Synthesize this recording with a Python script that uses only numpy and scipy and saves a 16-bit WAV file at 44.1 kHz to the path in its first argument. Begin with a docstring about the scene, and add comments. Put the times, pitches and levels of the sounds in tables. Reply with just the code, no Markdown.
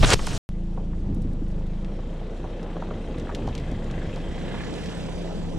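"""In a snowy forest, a jacket brushes a small camera as it is set down; after a short silence a car backs slowly.
The handling is lumpy and scratchy filtered noise, with knuckle bumps and cloth snaps.
The exhaust throb is a stack of sine waves that follows the engine speed; the fan hum is wavering tones.
Body roar, packed snow under the tyres, engine rattle and intake hiss are coloured, grainy noise.
Thumps, crunches and cracks are short ringing bursts; the engine bay hisses as the nose draws level."""
import sys
import numpy as np
from scipy import signal
from scipy.fft import rfft, irfft, next_fast_len
from scipy.io import wavfile
from scipy.ndimage import uniform_filter1d

SR = 44100
rng = np.random.default_rng(int(sys.argv[2]) if len(sys.argv) > 2 else 0)


def generate_wav(sig):
    """Save sig (samples, or channels by samples) to the path in sys.argv[1] as 16-bit PCM at SR."""
    pcm = np.round(np.clip(np.atleast_2d(sig).T, -1, 1) * 32767).astype(np.int16)
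    wavfile.write(sys.argv[1], SR, pcm)


N = 246166
T = np.arange(N) / SR  # time in s
IDLE_HZ = 28  # engine firings per s at idle


def amp(db):
    """Turn dB into a plain multiplier for the wave."""
    return 10 ** (np.asarray(db) / 20)


def evened(x):
    """Scale a sound to an average (RMS) strength of 1."""
    return x / np.sqrt(np.mean(x ** 2) + 1e-20)


def read(points, hz):
    """Read a curve of (f/Hz, value) between its points, on a scale close to musical pitch."""
    f, value = np.transpose(points)
    return np.interp(np.log(hz + 1), np.log(f + 1), value)


def over_time(points):
    """Read a curve of (t/s, value) at every sample."""
    t, value = np.transpose(points)
    return np.interp(T, t, value)


def add(mix, s, sound):
    """Lay a short sound into the mix at s seconds, cut off at the end."""
    part = mix[:, round(s * SR):][:, :sound.shape[1]]
    part += sound[:, :part.shape[1]]


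def drift(hz):
    """Slow, smooth chance: noise with only the rates below hz kept."""
    size = next_fast_len(N)
    keep = np.fft.rfftfreq(size, 1 / SR) < hz
    slow = irfft(keep * rfft(rng.standard_normal(size)), size)
    return evened(slow[:N])


def textured(spectrum, per_s, spread_db, wash, patchy_db, size=1024, held=False):
    """Grains of random size over a wash of noise, coloured and patchy, heard by two close ports."""
    # likeness of the two ports, 1 = same, in the hand: f/Hz, likeness
    same_held = [(60, 0.91), (400, 0.84), (1000, 0.93), (2700, 0.67), (4500, 0.96), (8500, 1),
                 (12000, 0.34)]
    # the same with the engine far, then alongside: f/Hz, likeness
    same_far = [(400, 1), (1300, 0.96), (2200, 0.81), (6000, 0.64), (9600, 0.56), (12000, 0.14)]
    same_near = [(60, 1), (400, .99), (1100, .9), (3000, .82), (4200, .58), (6500, .97), (10000, .94),
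                 (12500, .6)]
    # left over right with the engine far, then alongside: f/Hz, level/dB
    lean_far = [(300, 0), (1300, 2), (2400, 2.5), (4400, 0)]
    lean_near = [(200, 0), (1300, -2), (4400, -4.5), (7000, -0.5)]
    # how far left leads with the engine alongside: f/Hz, phase/rad
    lead = [(500, -1.2), (2000, -0.3), (3300, -1.9), (4200, -2.5), (5200, -1.1)]
    # the engine draws level, on the clock that includes the lead-in: start/s, end/s
    approach = (4.1, 4.6)

    shape = (2, N + 2 * size)  # a lead-in and a tail of size samples, trimmed below
    sizes = amp(spread_db * np.minimum(rng.exponential(1, shape), 5))
    grains = sizes * (rng.random(shape) < per_s / SR) * rng.choice([-1., 1.], shape)
    wash = np.clip(wash, 0, 1)
    drive = np.sqrt(1 - wash) * evened(grains) + np.sqrt(wash) * rng.standard_normal(shape)
    hz, t, z = signal.stft(drive, SR, nperseg=size, noverlap=size * 3 // 4)

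    # smooth chance over both pitch and time makes the patches
    patches = uniform_filter1d(rng.standard_normal(z.shape[1:]), size=12, axis=0)
    patches = evened(uniform_filter1d(patches, size=12, axis=1))

    near = np.interp(t, approach, [0, 1])
    if held:
        same = read(same_held, hz)[:, None]
    else:
        same = np.outer(read(same_far, hz), 1 - near) + np.outer(read(same_near, hz), near)
    same = np.clip(same, -1, 1)
    mid = np.sqrt((1 + same) / 2) * z[0]
    side = np.sqrt((1 - same) / 2) * z[1]
    lean_db = np.outer(read(lean_far, hz), 1 - near) + np.outer(read(lean_near, hz), near)
    # half of the lead and lean goes to each port, in opposite directions
    turn = np.exp(.5j * np.outer(read(lead, hz), near)) * amp(0 if held else lean_db / 2)
    ports = np.array([(mid + side) * turn, (mid - side) / turn])
    ports = ports * amp(read(spectrum, hz)[:, None] + patchy_db * patches)
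    sound = signal.istft(ports, SR, nperseg=size, noverlap=size * 3 // 4)[1]
    return evened(sound[:, size:N + size])


def bursts(events, t60, sharpness, apart, top=8.2, fracture=0.61):
    """Each break is a fracture with a faint ragged tail, ringing around its centre and dull above top times that."""
    out, t = np.zeros((2, N)), np.arange(4096) / SR
    for s, db, hz in events:
        noise = rng.standard_normal((4, len(t)))
        ragged = amp(2.94 * evened(uniform_filter1d(noise[3], size=60)))
        fade = amp(-60 * t / t60) + amp(-17.5 - 16 * t / t60)  # a quick fall, then the faint tail
        puff = (noise[0] + apart * noise[1:3]) * ragged * fade  # apart sets how much the ports differ
        puff[:, 0] += fracture * np.linalg.norm(puff[0])  # the first click
        b, a = signal.iirpeak(hz, sharpness, SR)
        ring = signal.lfilter(b, a, signal.lfilter(b, a, puff))
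        dulling = signal.butter(2, min(top * hz, 10500), fs=SR, output="sos")
        ring = signal.sosfilt(dulling, ring)
        add(out, s, amp(db) * ring / abs(ring).max())
    return out


def rubs():
    """Each rub starts and stops quickly and grows louder as the cloth tightens."""
    # cloth dragged over the case: start/s, length/s, final level/dB, swell during the rub/dB, dullness/0-1
    rub_rows = [(0, 0.026, -34, 3, 0.23), (0.029, 0.02, -15.5, 3, 0.91), (0.055, .088, -16, 10, 0.44),
                (0.153, .23, -34, 7.5, 0.26)]
    edge_s = 0.003  # fade just before and just after each rub
    level, dull = np.zeros(N), np.zeros(N)
    for s, length, db, swell_db, dullness in rub_rows:
        on = np.clip(np.minimum(T - s, s + length - T) / edge_s + 1, 0, 1)
        still_to_come = np.clip(1 - (T - s) / length, 0, 1)
        gain = on * amp(db - swell_db * still_to_come)
        level, dull = level + gain, dull + gain * dullness
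    return level, np.clip(dull / (level + 1e-9), 0, 1)


def bumps():
    """Each bump pushes the case in and lets it spring back once: one fading sine cycle."""
    # knuckles on the case: t/s, level before the fade/dB, f/Hz
    bump_rows = [(.008, -9.5, 85), (.03, -11, 30), (.044, -9, 110), (.069, -13, 109.5), (.099, -13, 110),
                 (.138, -10, 110), (.343, -18, 130)]
    out = np.zeros(N)
    for s, db, hz in bump_rows:
        turn = np.clip((T - s) * hz, 0, 1)
        out -= amp(db - 8.0 * turn) * np.sin(2 * np.pi * turn)
    return out


def handling():
    """Fingers and cloth on the case: lumpy rumble, scratchy rustle, a few snaps."""
    # colour of the rumble, then of the rustle: f/Hz, relative level/dB per Hz
    rumble_spectrum = [(5, -28), (12, 8), (30, 3.5), (70, -9), (170, -11), (450, -27.5), (900, -58.5)]
    rustle_spectrum = [(180, -46), (300, -1.5), (2000, -11), (3500, -3), (5900, -2.5), (9640, -13),
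                       (15000, -49)]
    # rumble through the case while it is held, before the left-right tilt: t/s, level/dB
    grip = [(0, -15.5), (.06, -13.5), (.105, -27), (.15, -17), (.19, -24), (.378, -22)]
    # cloth snaps: t/s, peak level/dB, centre f/Hz
    snap_rows = [(.031, -9.5, 450), (.046, -10.5, 1460), (.104, -7, 3970), (.134, -6, 3460),
                 (.193, -22, 706), (.268, -19, 5400), (.2715, -19.5, 970)]

    level, dull = rubs()
    rumble = textured(rumble_spectrum, 300, 2, wash=.8, patchy_db=1, size=4096, held=True)
    rustle = textured(rustle_spectrum, 3500, 2.9, wash=.62, patchy_db=1.8, size=256, held=True)
    muffled = evened(signal.lfilter(*signal.butter(2, 2500, fs=SR), rustle))
    rustle = np.sqrt(1 - dull) * rustle + np.sqrt(dull) * muffled
    snaps = bursts(snap_rows, 0.024, 0.58, apart=0.25)
    tilt = amp([[-.9], [.9]])  # left a little softer, right a little louder
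    return tilt * (amp(over_time(grip)) * rumble + bumps()) + level * rustle + snaps


def exhaust(turns, hz):
    """Pressure builds and drops once a firing; the pipe rings on in the overtones, which lag."""
    # tailpipe colour of the overtones: f/Hz, relative level/dB
    pipe = [(50, 0), (85, -2), (112, -8), (140, -3), (170, -2), (197, 0), (222, -16), (340, -18)]
    # level of the overtones before the pipe's colour and the wavering: t/s, level/dB
    overtones = [(.49, -40), (1.6, -38), (2.8, -54.5), (3.93, -47.5), (4.45, -46), (5.58, -51.5)]
    # the body moves between tailpipe and microphone, softening the lowest tone
    shade_db = 5 / (1 + np.exp((2.1 - T) / 0.32))  # 5 dB in the end, halfway at 2.1 s
    # the lowest tone thins out as the engine speeds up
    throb_db = -28 - shade_db - 0.74 * (hz - IDLE_HZ)
    over_db = over_time(overtones)
    out = -amp(throb_db) * np.sin(2 * np.pi * turns)
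    for k in range(2, 13):
        lag = .018 * k ** 3 + .2 * drift(3)  # radians
        level_db = over_db + read(pipe, k * hz) + 1.6 * drift(5)
        out -= amp(level_db) * np.sin(2 * np.pi * k * turns - lag)
    return np.sqrt(2) * out


def hum(tones, waver_db):
    """Steady tones that waver a little in level and phase."""
    out = np.zeros(N)
    for hz, db in tones:
        level = amp(db + waver_db * drift(7))
        out += level * np.sin(2 * np.pi * hz * T + .8 * drift(4))
    return np.sqrt(2) * out


def fan():
    """The fan swells as the nose comes near, over an even hum."""
    # the fan's tones: f/Hz, relative level/dB
    fan_tones = [(168, 1.5), (473, -15)]
    # a fainter, even hum: f/Hz, level before the wavering/dB
    even_tones = [(337, -50.5)]
    quietest_db, swell_db, quietest_s = -49, 10, 1.6  # gain, its swell by the end, time of the lowest
    swell = ((T - quietest_s) / (T[-1] - quietest_s)) ** 2
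    return amp(quietest_db + swell_db * swell) * hum(fan_tones, waver_db=2.2) + hum(even_tones, waver_db=0.8)


def body_roar():
    """The low roar of the body: deep noise that rises and falls."""
    # colour of the roar: f/Hz, relative level/dB per Hz
    roar_spectrum = [(8, -16), (25, -7), (50, 4), (170, -1.5), (340, -8), (520, -21.5), (880, -88)]
    # loudness of the roar: t/s, level/dB
    body = [(.49, -57), (1.12, -30.5), (1.45, -43), (1.7, -46.5), (2, -39.5), (2.85, -37.5), (3.3, -32.5),
            (4.6, -34.5), (5.3, -39), (5.58, -31)]
    return amp(over_time(body)) * textured(roar_spectrum, 80, 3, wash=.9, patchy_db=1, size=4096)


def tyre_crush():
    """Tyres crush packed snow: many small grains over a low wash of noise."""
    # colour of the crushing: f/Hz, relative level/dB per Hz
    crush_spectrum = [(88, -44), (150, -3), (265, -9.5), (357, -12.5), (472, -9), (1500, -33), (1950, -50),
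                      (3300, -120)]
    # loudness of the crushing: t/s, level/dB
    tyres = [(.49, -48), (.75, -45), (1.5, -44), (2.6, -37.5), (3.6, -36.5), (4.2, -37.5), (4.7, -35),
             (5, -36), (5.58, -38)]
    return amp(over_time(tyres)) * textured(crush_spectrum, 700, 3.1, wash=0.61, patchy_db=2.0)


def clatter(turns):
    """Each firing knocks the block; its modes ring unevenly, now one and now another, over a fine even rattle."""
    # colour of the rattle: f/Hz, relative level/dB per Hz
    rattle_spectrum = [(410, -5.5), (700, -2), (1110, -9.5), (1760, -9), (3130, -11), (3870, -12),
                       (4700, -23.5), (6500, -54), (11000, -120)]
    # block modes rung by each firing: f/Hz, width/Hz, relative level/dB
    block = [(1707, 170, 4), (2015, 120, 1.5), (2585, 200, -1), (3150, 200, -1.5)]
    # loudness of the whole clatter: t/s, level/dB
    bay = [(.49, -60), (1.45, -58), (2, -53), (2.85, -49.5), (3.5, -49), (4.25, -48), (4.55, -41),
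           (5, -44.5), (5.58, -50.5)]

    firings = int(turns[-1]) + 2
    strength = amp(2.5 * rng.standard_normal((firings, len(block))))  # each firing hits each mode anew
    strength = strength[turns.astype(int)].T
    knock = uniform_filter1d(np.exp(-(turns % 1) / 0.2), size=130)
    rattle = textured(rattle_spectrum, 4000, 2.2, wash=.7, patchy_db=1.2)
    rings = np.zeros((2, N))
    for hit, (hz, width, db) in zip(strength, block):
        b, a = signal.iirpeak(hz, hz / width, SR)
        ring = evened(signal.lfilter(b, a, (0.37 + hit * knock) * rattle))
        rings += amp(db + 2.9 * drift(4)) * ring
    # the modes stand out while the engine's flank is near
    share = np.interp(T, (2.6, 4.1, 5.1), [.2, .55, .15])
    return amp(over_time(bay)) * evened(evened((1.3 + knock) * rattle) + share * evened(rings))


def intake_hiss(turns, hz):
    """Air hisses into the intake, pulsing with each firing and loudest as the nose passes."""
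    # colour of the hiss: f/Hz, relative level/dB per Hz
    hiss_spectrum = [(1760, -13), (3000, -2.5), (4630, -6.5), (5800, -5.5), (6500, -9), (7400, -8),
                     (9000, -15), (12200, -27.5), (15500, -50)]
    nearest_s, lane_s = 5.02, .72  # moment of passing; time to move by the passing distance
    breath_db = 1.4 * np.cos(2 * np.pi * turns)  # the intake draws once a firing
    distance_db = 10 * np.log10(1 + ((T - nearest_s) / lane_s) ** 2)
    hiss_db = -52.5 - distance_db + 0.4 * (hz - IDLE_HZ)  # louder as the engine speeds up
    return amp(hiss_db + breath_db) * textured(hiss_spectrum, 1500, 2.8, wash=0.78, patchy_db=1.9)


def grit():
    """Fine crust crackles in clumps all along the tyres' track."""
    # colour of the crackle: f/Hz, relative level/dB per Hz
    grit_spectrum = [(2600, -13), (4500, 2.5), (7000, -1), (10500, -9), (13000, -22), (15000, -40)]
    clumps = amp(2.2 * drift(14))
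    return amp(-71.5) * clumps * textured(grit_spectrum, 900, 2.6, wash=0.65, patchy_db=1.0, size=256)


def snow_breaks():
    """Snow lumps give way, ice crust cracks and the car thumps: short bursts, each ringing at its own pitch."""
    # lumps of snow giving way: t/s, peak level/dB, centre f/Hz
    crunch_rows = [(0.776, -29.5, 746), (0.932, -39.5, 1000), (1.991, -33, 670), (2.214, -31, 650),
                   (2.443, -24.5, 610), (2.767, -25, 705), (2.823, -22.5, 744), (2.909, -29, 1000),
                   (3.271, -32.5, 1190), (3.293, -24, 990), (3.311, -31.5, 900), (3.477, -23.5, 785),
                   (3.978, -31, 600), (4.163, -30, 670), (4.542, -31, 904), (5.246, -30, 660)]
    # ice crust cracking: t/s, peak level/dB, centre f/Hz
    crack_rows = [(1.147, -41, 8000), (1.221, -39.5, 7400), (1.335, -45, 7000), (1.485, -49, 7500),
                  (1.563, -49.5, 5460), (1.667, -48, 8000), (1.847, -35.5, 2600), (2.63, -37, 5300),
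                  (3.184, -35, 4500), (3.198, -34, 4000), (3.349, -22.5, 3480), (3.474, -33.5, 3850),
                  (3.488, -34, 3460), (3.552, -24.5, 3350), (3.579, -27.5, 3030), (3.598, -41, 4500),
                  (3.715, -37, 5000), (3.843, -39, 4485), (3.912, -33, 4200), (4.16, -32, 4100),
                  (4.74, -32, 4000), (4.86, -30, 4200)]
    # low thumps under the car: t/s, peak level/dB, centre f/Hz
    thud_rows = [(0.905, -29.5, 232), (1.097, -23.5, 230), (1.165, -23.5, 228), (1.248, -24, 252),
                 (1.336, -26.5, 250), (1.417, -25.5, 263), (2.911, -24.5, 438), (3.716, -21.5, 244)]
    crunches = bursts(crunch_rows, 0.06, 1.0, apart=0.24, top=1.43, fracture=.75)
    cracks = bursts(crack_rows, 0.03, 0.85, apart=0.42, fracture=.9)
    thuds = bursts(thud_rows, 0.063, 2.23, apart=0.077, top=2.4, fracture=1.5)
    return crunches + cracks + thuds


def car():
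    """One engine speed drives exhaust, clatter and hiss; fan, body roar and snow join them."""
    # engine speed: t/s, firing rate/Hz
    engine_speed = [(.49, 27.8), (.97, 27.9), (1.25, 26.7), (1.6, 25.5), (1.86, 27.6), (2.05, 28.9),
                    (2.54, 30.5), (2.8, 28.5), (3.07, 29.5), (3.36, 28.7), (3.64, 27.3), (3.93, 25.5),
                    (4.15, 27.2), (4.45, 29.7), (4.8, 37.3), (4.96, 36), (5.25, 30), (5.58, 26.2)]
    hz = over_time(engine_speed)
    turns = np.cumsum(hz) / SR + 0.303  # firings counted so far, from a starting offset
    engine = exhaust(turns, hz) + fan() + clatter(turns + 0.445) + intake_hiss(turns, hz)
    snow = tyre_crush() + grit() + snow_breaks()
    return engine + body_roar() + snow


def scene():
    """Handling, an abrupt silence, then the car."""
    # the silence: start/s, end/s
    silence = (.378, .4907)
    return handling() * (T < silence[0]) + car() * (T > silence[1])


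def record(dry):
    """The band limit: nearly everything above 15 kHz is filtered away."""
    low_pass = signal.firwin(511, 15000, window=("kaiser", 9), fs=SR)
    return signal.oaconvolve(dry, low_pass[None], "same")


dry = scene()
out = record(dry)
generate_wav(out)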